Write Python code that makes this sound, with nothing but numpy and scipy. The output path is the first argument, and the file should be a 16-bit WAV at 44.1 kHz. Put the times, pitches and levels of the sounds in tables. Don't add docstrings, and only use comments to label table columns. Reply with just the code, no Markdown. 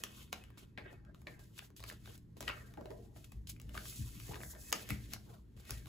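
import sys
import numpy as np
from scipy import signal
from scipy.fft import rfft, irfft, next_fast_len
from scipy.io import wavfile

SR = 44100
rng = np.random.default_rng(int(sys.argv[2]) if len(sys.argv) > 2 else 0)


def wrap_up_sound(samples):
    columns = np.atleast_2d(samples).T
    tamed = np.clip(columns, -1, 1)
    steps = np.round(tamed * 32767).astype(np.int16)
    wavfile.write(sys.argv[1], SR, steps)


N = 259300

EDGES = 25 * 2 ** np.arange(0, 9.6, .5)


def from_db(db):
    return 10 ** (np.asarray(db) / 20)


def rms_one(x):
    return x / np.sqrt(np.mean(x ** 2) + 1e-20)


def in_time(rows):
    s, *columns = np.transpose(rows)
    return [np.interp(np.arange(N) / SR, s, column) for column in columns]


def at_hz(points, hz, order=1):
    points = np.array(points)
    return np.interp(np.log(hz), np.log(points[:, 0]), points[:, order])


def drift(rate_hz):
    step, settle = 40, 2000
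    r = np.exp(-2 * np.pi * step * rate_hz / SR)
    noise = rng.standard_normal(N // step + settle + 2)
    slow = signal.lfilter([1], [1, -2 * r, r * r], noise)[settle:]
    return np.interp(np.arange(N) / step, np.arange(len(slow)), rms_one(slow))


def band(x, low_hz, high_hz):
    return signal.sosfilt(signal.butter(2, [low_hz, high_hz], "band", fs=SR, output="sos"), x)


def resonance(x, hz, width_hz):
    r = np.exp(-np.pi * width_hz / SR)
    poles = [1, -2 * r * np.cos(2 * np.pi * hz / SR), r * r]
    return signal.lfilter([(1 - r * r) / 2, 0, (r * r - 1) / 2], poles, x)


def stereo(mid, side, hz):
    # frequency in Hz, correlation (1 = identical).
    likeness = [(60, 0.99), (120, 0.95), (250, 0.74), (500, 0.045), (900, 0.03), (1500, 0.05), (2500, 0.59),
                (5000, 0.26)]
    alike = np.clip(at_hz(likeness, hz), -1, 1)
    return np.sqrt(1 + alike) * mid + np.sqrt(1 - alike) * side * np.array([[1], [-1]])


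def grains(per_s, spread_db):
    sizes = from_db(spread_db * np.minimum(rng.exponential(1, (2, N)), 5))
    happens = rng.random(N) < per_s / SR
    return sizes * rng.standard_normal((2, N)) * happens + 1e-18


def coloured(source, spectrum, patchy_db, patchy_hz, thin_db=0, thin_hz=6360):
    out, together = 0, drift(patchy_hz)
    for k, (low, high) in enumerate(zip(EDGES, EDGES[1:])):
        hz = np.sqrt(low * high)
        if spectrum[0][0] <= hz * 1.3 and hz <= spectrum[-1][0] * 1.3:
            tilt_db = thin_db * min(np.log2(hz / thin_hz), 0)
            flicker_db = patchy_db * (together + 0.29 * drift(patchy_hz))
            gain = from_db(at_hz(spectrum, hz) + tilt_db + flicker_db)
            out = out + (-1) ** k * gain * stereo(*band(source, low, high), hz)
    return rms_one(out)


def resonant(source, modes, gains, wander_db=4):
    gains = [gain * from_db(wander_db * drift(12.4)) for gain in gains]
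    out = 0
    for k, (gain, (hz, width_hz, _)) in enumerate(zip(gains, modes)):
        ringing = resonance(resonance(source, hz, width_hz), hz, width_hz)
        out = out + gain * (-1) ** k * rms_one(stereo(*ringing, hz))
    return out / np.sqrt(sum(gain ** 2 for gain in gains))


def ventilation(level_db=-61.5):
    # frequency in Hz, relative level in dB per Hz.
    air_colour = [(15, -38), (25, -21), (76, 4.5), (130, -18.5), (149, 1.5), (270, -24), (363, -7),
                  (439, -32), (545, -56), (695, -91), (796, -33), (16000, -63.5)]
    noise = rng.standard_normal((2, N))
    return from_db(level_db) * coloured(noise, air_colour, patchy_db=0.3, patchy_hz=3.9)


def room(x, wall_s=0.0047, level_db=-8, size=22000):
    # frequency in Hz, time to fall 60 dB in seconds, relative level in dB.
    decay = [(200, 0.74, -6.5), (500, 0.33, 0.5), (1470, 0.23, -5), (3700, 0.22, 0), (10200, 0.11, -2.5)]
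    t, tail = np.arange(size) / SR, 0
    for low, high in zip(EDGES[4::2], EDGES[6::2]):
        hz = np.sqrt(low * high)
        noise = stereo(*band(rng.standard_normal((2, size)), low, high), hz)
        tail = tail + noise * from_db(at_hz(decay, hz, order=2) - 60 * t / at_hz(decay, hz))
    tail = tail * np.clip(t / wall_s, 0, 1) ** 2
    tail = tail / np.sqrt(np.sum(tail ** 2) / 2)
    mono = x.mean(axis=0, keepdims=True)
    return from_db(level_db) * signal.fftconvolve(mono, tail, axes=1)[:, :N]


def table_top(landing_s=0.01, size=2600):
    # time in seconds, relative blow level in dB,
    # tilt towards the upper modes in dB per octave above 100 Hz.
    landings = [(0.165, -42, -3), (0.793, -46, -2), (0.948, -44, -9), (1.022, -46, -4), (1.781, -42, -5),
                (2.022, -44, -6), (2.414, -38.5, -6), (2.772, -43, -8), (3.339, -36, -13.5),
                (3.418, -41, -20), (3.637, -37, -14.5), (3.988, -25.5, -2.5), (4.281, -32.5, -3.5),
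                (4.901, -24.5, 0), (5.311, -44, -5), (5.437, -47.5, -12), (5.548, -41, -6.5),
                (5.703, -31, -5)]
    # time in seconds, relative jostle level in dB.
    leaning = [(0.0, -59.5), (1.44, -58.5), (1.75, -62.5), (1.9, -57.5), (3.27, -56.5), (3.52, -52.5),
               (3.95, -54.5), (4.16, -49.5), (4.68, -58), (5.06, -49), (5.31, -61.5), (5.58, -61.5),
               (5.88, -51.5)]
    # frequency in Hz, relative level in dB, time to fall 60 dB in seconds.
    wood_modes = [(57.4, -7.5, 0.79), (78.1, -4.5, 0.29), (112.6, -1.5, 0.38), (125.6, -2, 0.27),
                  (162.4, -4.5, 0.18), (207.6, -5, 0.19), (239.9, -11.5, 0.27), (290, -6, 0.14)]
    s, db, upper_db = np.transpose(landings)
    jostle = from_db(in_time(leaning)[0] - 35) * rng.standard_normal((2, N))
    t, out = np.arange(size) / SR, 0
    for hz, mode_db, t60 in wood_modes:
        blows = np.zeros((1, N))
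        scatter_db = rng.normal(0, 2, len(s))
        blow_db = db - 14.0 + upper_db * np.log2(hz / 100) + scatter_db
        blows[0, np.round(s * SR).astype(int)] = from_db(blow_db)
        phase = rng.uniform(0, 2 * np.pi, (2, 1))
        landing = np.exp(-t / landing_s) * np.sin(2 * np.pi * hz * t + phase)
        push = jostle + signal.fftconvolve(blows, 2 * landing / (landing_s * SR), axes=1)[:, :N]
        r, w = from_db(-60 / (t60 * SR)), 2 * np.pi * hz / SR
        poles = [1, -2 * r * np.cos(w), r * r]
        out = out + from_db(mode_db) * signal.lfilter([0, np.sin(w)], poles, stereo(*push, hz))
    return signal.sosfilt(signal.butter(2, 330, fs=SR, output="sos"), out)


def handling(size=20, range_db=30, swell_bend=0.87, fade_bend=0.72):
    # peak time, swell and fade in seconds, fingertip hiss,
    # sheet rustle and drag on the wood in dB, pitch that the curl of the sheet favours in Hz.
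    strokes = [(0.0, .01, 0.14, -58, -62, -60, 2180), (0.037, 0.0027, 0.03, -41, -59.5, -56.5, 2350),
               (0.229, 0.84, 0.14, -57, -60, -67, 2850), (0.329, 0.0087, 0.034, -45, -46, -52, 2500),
               (0.354, .02, 0.4, -64, -61, -66, 2420), (0.58, 0.014, 0.13, -54.5, -63, -64, 2830),
               (0.639, 0.16, 0.04, -72, -68, -66.5, 2720), (0.779, 0.0068, 0.15, -64, -48.5, -47, 2130),
               (0.861, 0.04, 0.18, -91, -52.5, -57, 2180), (0.93, 0.11, 0.092, -67, -66, -56.5, 1770),
               (1.099, 0.19, 0.091, -88, -68.5, -65, 1860), (1.143, 0.0036, 0.98, -71.5, -93, -73, 1700),
               (1.269, 0.003, 0.19, -60, -51.5, -52, 2200), (1.35, 0.33, 0.22, -74, -76, -68, 1960),
               (1.393, .004, 0.11, -56, -67, -65, 1940), (1.44, 0.058, 0.18, -61, -80.5, -77, 2430),
               (1.59, 0.071, 0.016, -48, -59.5, -75, 2720), (1.625, 0.012, .04, -70, -59, -61, 1420),
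               (1.65, 0.13, 0.063, -54, -65.5, -80, 2550), (1.765, 0.0062, 0.35, -52.5, -69.5, -87, 2800),
               (1.893, 0.057, 0.087, -44, -52, -61, 3930), (1.925, 0.035, 0.078, -54, -59, -58, 2900),
               (2.1, 0.11, 0.1, -53, -62, -59, 2900), (2.155, 0.25, 0.05, -57, -65, -70, 1900),
               (2.368, 0.0019, 0.086, -57.5, -66, -52.5, 2460),
               (2.406, 0.0024, 0.65, -54.5, -63, -54, 2400), (2.479, 0.01, 0.25, -54, -43, -69, 1950),
               (2.65, 0.96, 0.017, -69.5, -89, -76, 1670), (2.777, 0.0028, 0.34, -70.5, -62, -46, 1940),
               (2.858, 0.0072, 0.055, -75, -73, -47, 2000), (2.903, 0.0047, 0.27, -64.5, -83, -46.5, 1630),
               (3.06, 0.75, 0.15, -69.5, -110, -97, 3600), (3.17, 0.04, 0.28, -58.5, -68, -67, 2500),
               (3.244, 0.0026, 0.031, -49.5, -62, -70, 2560),
               (3.319, 0.0026, 0.06, -60.5, -61.5, -65, 2450), (3.472, 0.003, 0.082, -49, -75, -84, 2970),
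               (3.498, 0.025, 0.063, -43.5, -65, -63, 3130), (3.722, 0.36, 0.069, -67.5, -71, -64, 2520),
               (4.29, 0.015, 0.3, -63, -73, -47.5, 2100), (4.73, 0.021, 0.13, -51, -58, -42.5, 2340),
               (4.752, .02, 0.38, -44.5, -51, -53, 2330), (4.9, 0.018, 0.2, -47, -50, -51, 2230),
               (5.05, 0.37, 0.48, -59, -93, -87, 2250), (5.143, 0.093, 0.038, -45.5, -58, -59, 2090),
               (5.302, 0.11, 0.2, -64, -71.5, -59, 1703), (5.344, 0.064, 0.086, -64, -59, -70, 650),
               (5.566, 0.0034, 0.49, -69, -77, -70, 2800), (5.601, 0.028, 0.041, -57, -75, -62.5, 685),
               (5.716, 0.18, 0.32, -52, -59, -60.5, 2170), (5.88, 0.084, 0.091, -59.5, -80, -68, 2650)]
    # time in seconds, hiss, rustle and drag in dB,
    # curl pitch in Hz.
    slide_curve = [(3.7, -89, -91, -95, 1890), (3.75, -51, -62, -56.5, 1980),
                   (3.785, -53.5, -68, -60, 2430), (3.95, -48.5, -66, -74, 2570),
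                   (4.18, -56, -68, -84, 2520), (4.3, -52.5, -65.5, -67, 2270),
                   (4.38, -59.5, -81, -64, 2010), (4.43, -50.5, -81, -63, 1910),
                   (4.52, -49.5, -66.5, -73, 1920), (4.564, -61.5, -68, -59, 1730),
                   (4.614, -52.5, -73, -74, 2290), (4.71, -50.5, -63, -78, 2290),
                   (4.74, -100, -100, -100, 2400)]
    t = np.arange(0, N + size, size) / SR
    s, swell, fade, *levels_db, curl_hz = np.array(strokes).T[:, :, None]
    before = (np.abs(s - t) / swell) ** swell_bend
    after = (np.abs(t - s) / fade) ** fade_bend
    away = np.where(t < s, before, after)
    power = from_db(-range_db * np.minimum(away, 5)) ** 2
    *slide_db, slide_hz = in_time(slide_curve)

    def summed(rows):
        return np.interp(np.arange(N) / SR, t, rows.sum(axis=0))

    hiss, rustle, drag = [summed(power * from_db(2 * db)) + from_db(2 * slide)
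                          for db, slide in zip(levels_db, slide_db)]
    stroke_curl = summed(power * from_db(2 * levels_db[1]) * curl_hz)
    curl = (stroke_curl + from_db(2 * slide_db[1]) * slide_hz) / rustle
    return np.sqrt(hiss), np.sqrt(rustle), np.sqrt(drag), curl


def fingertip_hiss():
    # frequency in Hz, relative level in dB per Hz.
    hiss_colour = [(2000, -13.5), (3500, -1), (5000, -5), (7000, -2), (9000, 7), (12000, -6), (15500, -0.5)]
    # time in seconds, loss towards the lows in dB per octave (negative = more body).
    thinning = [(0, 0.5), (0.7, -7), (1.5, -1), (2.5, -4), (3.76, -1), (3.9, 1.5), (4.01, 0), (4.14, 0.5),
                (4.29, 0), (4.35, -4), (4.4, 5), (4.45, 20), (4.52, 10), (4.575, 6), (4.61, 7.5), (4.72, 8),
                (4.76, -4), (4.83, -2.5), (4.92, -4), (5.05, -5), (5.88, -4.5)]
    hiss = coloured(grains(20000, spread_db=0.9), hiss_colour, patchy_db=2.0, patchy_hz=13.0,
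                    thin_db=in_time(thinning)[0])
    return signal.sosfilt(signal.cheby2(10, 40, 16100, fs=SR, output="sos"), hiss)


def sheet_rustle(curl_hz, favour_db=45):
    # frequency in Hz, width of each of two passes in Hz, relative dB.
    sheet_modes = [(676, 120, 4.5), (1017, 290, 10), (1340, 460, 13.5), (1613, 90, 4), (1782, 80, -2.5),
                   (1908, 70, -5), (2079, 59, -10.5), (2233, 86, -9), (2542, 99, -6), (3000, 800, -3),
                   (3640, 540, 0), (4530, 800, 4)]
    catches = grains(5000, spread_db=2.6) * from_db(1.5 * drift(25))
    weights = []
    for hz, _, db in sheet_modes:
        loss_db = np.minimum(favour_db * np.log2(hz / curl_hz) ** 2, 22)
        weights.append(from_db(db - loss_db))
    return resonant(catches, sheet_modes, weights)


def wood_drag(drag_gain, dulling=0.15, firm_db=-53):
    # frequency in Hz, width of each of two passes in Hz, relative dB.
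    drag_modes = [(209.4, 48, -2.5), (304, 93, -3), (376.3, 63, -1.5), (458.4, 81, -0.5), (606, 93, -0.5),
                  (703, 82, -9.5), (823.5, 86, -5), (1017, 140, -12.5)]
    dull_db = dulling * np.clip(20 * np.log10(drag_gain) - firm_db, -30, 0)
    lowest_hz = drag_modes[0][0]
    weights = [from_db(db + dull_db * np.log2(hz / lowest_hz)) for hz, _, db in drag_modes]
    return resonant(grains(6000, spread_db=1.5), drag_modes, weights)


def rubbing():
    hiss_gain, rustle_gain, drag_gain, curl_hz = handling()
    hiss = hiss_gain * fingertip_hiss()
    rustle = rustle_gain * sheet_rustle(curl_hz)
    return hiss + rustle + drag_gain * wood_drag(drag_gain)


def snaps(crack_s=0.0012, flap_s=0.0015, kick=2.35, pop_s=0.0043, rise_s=0.00012, sharpness=3.9,
          apart=0.48, left_db=1.14, size=1500):
    # time in seconds, flap ring level in dB, flap pitch in Hz,
    # crack level in dB, low pop level in dB (levels are mid peaks of each part).
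    creases = [(0.037, -41.5, 1680, -27.5, -45), (0.065, -54, 1500, -57, -58),
               (0.3281, -38.5, 1400, -29.5, -38.5), (0.4382, -55.5, 2750, -46, -75),
               (0.503, -73, 980, -55, -55.5), (0.574, -69, 2850, -54, -56), (0.7761, -39.5, 2110, -57, -54),
               (0.783, -43.5, 2370, -68, -49), (1.05, -71, 1610, -58, -92), (1.1463, -58, 1300, -56, -64),
               (1.2174, -77, 904, -52.5, -62), (1.2703, -39.5, 2340, -63, -52),
               (1.579, -55, 3430, -46, -72), (1.5916, -44, 2610, -41, -52.5),
               (1.703, -80, 1210, -56, -57.5), (1.765, -66, 3740, -51, -79), (1.7952, -57, 3020, -60, -56),
               (1.803, -57, 3500, -44, -52), (1.827, -50, 3900, -62.5, -56),
               (1.8385, -49, 2230, -37.5, -46.5), (1.863, -59, 3620, -49, -59),
               (1.8997, -45, 1810, -38.5, -66), (1.912, -49, 1340, -60, -52), (2.058, -52, 3580, -58, -78),
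               (2.075, -57, 1570, -52, -51), (2.178, -70, 4100, -45, -82), (2.364, -86, 1600, -72, -75),
               (2.4065, -70.5, 2880, -30, -41), (2.4269, -51, 3000, -37, -43),
               (2.4792, -32, 2620, -43.5, -41), (2.4837, -37, 1310, -60, -43),
               (2.4892, -40, 2850, -40, -46), (2.4951, -42, 1750, -65, -31.5),
               (2.5001, -36.5, 2560, -63, -58), (2.7385, -61, 900, -50, -59), (2.7728, -60, 1000, -58, -51),
               (2.8102, -72, 1040, -54, -49.5), (2.8568, -56, 860, -50, -49), (2.9051, -56, 834, -51, -54),
               (2.9134, -58.5, 1910, -60, -50), (3.162, -56, 595, -75, -56), (3.242, -66, 2570, -58, -94),
               (3.3199, -67.5, 1900, -45.5, -55.5), (3.472, -52, 2900, -63, -66),
               (3.494, -76, 4500, -32.5, -77), (3.564, -61, 2320, -59, -78),
               (3.5992, -62.5, 2970, -39.5, -63), (3.616, -74, 3000, -43, -64),
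               (3.693, -60, 2780, -48, -61), (3.7443, -52, 2600, -54, -50), (3.7513, -50, 1160, -50, -42.5),
               (3.754, -62, 1980, -46, -51), (3.766, -52, 1400, -52, -49), (3.7746, -43, 1220, -42, -47.5),
               (3.7773, -38.5, 1580, -37, -45.5), (3.8549, -53, 3150, -44, -73), (4.2, -55, 2670, -45, -61),
               (4.3114, -49, 810, -62, -52.5), (4.281, -65, 910, -56, -53), (4.3201, -51, 1040, -63, -50),
               (4.335, -48, 970, -56, -47), (4.3428, -46, 2000, -50, -45), (4.356, -49, 1760, -51, -52.5),
               (4.3625, -56, 800, -61, -45), (4.374, -60, 1250, -56, -65),
               (4.4036, -50.5, 1720, -69, -44.5), (4.4142, -51, 2180, -62.5, -53),
               (4.4337, -41, 1890, -59, -45.5), (4.536, -69, 910, -62, -54.5),
               (4.5502, -58, 1800, -52, -69), (4.562, -63, 890, -73, -53), (4.7193, -49.5, 3260, -38, -62),
               (4.7266, -39, 2200, -14, -34), (4.7284, -29, 4700, -25.5, -35.5),
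               (4.89, -54, 2500, -35, -59), (4.9045, -37, 2010, -25.5, -43),
               (5.1351, -54.5, 2130, -25.5, -65), (5.137, -61, 566, -43, -48), (5.163, -74, 1225, -58, -49),
               (5.5742, -68, 3960, -59.5, -63), (5.652, -68, 3530, -49, -73), (5.695, -56, 1490, -44, -52),
               (5.707, -48, 1420, -21.5, -45), (5.858, -59.5, 3500, -46, -55), (5.87, -61, 1080, -50, -57)]
    shudder_lift_db, shudder_follows = 5, 0.38
    out, t = np.zeros((2, N + size)), np.arange(size) / SR
    chance = rng.standard_normal((len(creases), 3, 2, size))
    chance[:, :, 0, 3:6] += kick
    chance[:, :, 1] *= apart
    rise = 1 - np.exp(-t / rise_s)
    for (s, db, hz, crack_db, pop_db), (a, b, c) in zip(creases, chance):
        crack = band(a * rise * np.exp(-t / crack_s), 4500, 21800)
        flap = b * rise * np.exp(-t / flap_s)
        ringing = resonance(resonance(flap, hz, hz / sharpness), hz, hz / sharpness)
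        shudder = band(flap, 1160, 3660)
        pop = band(c * rise * np.exp(-t / pop_s), 300, 1340)
        shudder_db = db + shudder_lift_db + shudder_follows * (crack_db - db)
        parts = (crack_db, crack), (db, ringing), (shudder_db, shudder), (pop_db, pop)
        mid, side = sum(from_db(level) * part / np.abs(part[0]).max() for level, part in parts)
        at = round(s * SR)
        out[:, at:at + size] += [mid + side, mid - side]
    return out[:, :N] * from_db([[left_db], [-left_db]])


def scene():
    paper = snaps()
    return ventilation() + room(paper) + table_top() + rubbing() + paper


def record(dry):
    shared_hz, turn_hz = 6870, 4300
    dwell, lead = .5, .6
    size = next_fast_len(N)
    hz = np.arange(size // 2 + 1) * SR / size
    left, right = rfft(dry, size)
    apart = np.clip((shared_hz - hz) / 1100, .2, 1)
    mid, side = (left + right) / 2, (left - right) / 2 * apart
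    behind = 2 * np.pi * np.maximum(hz - shared_hz, 0) / turn_hz
    behind = behind - dwell * np.sin(2 * behind) / 2 - lead * apart * np.minimum(hz / 1500, 1)
    turn = np.exp(.5j * behind)
    ports = irfft(np.array([(mid + side) / turn, (mid - side) * turn]), size)[:, :N]
    ports = ports * from_db([[.2], [-.2]])
    ports = signal.sosfilt(signal.butter(2, 32, "high", fs=SR, output="sos"), ports)
    return signal.sosfilt(signal.cheby2(16, 70, 16700, fs=SR, output="sos"), ports)


dry = scene()
out = record(dry)
wrap_up_sound(out)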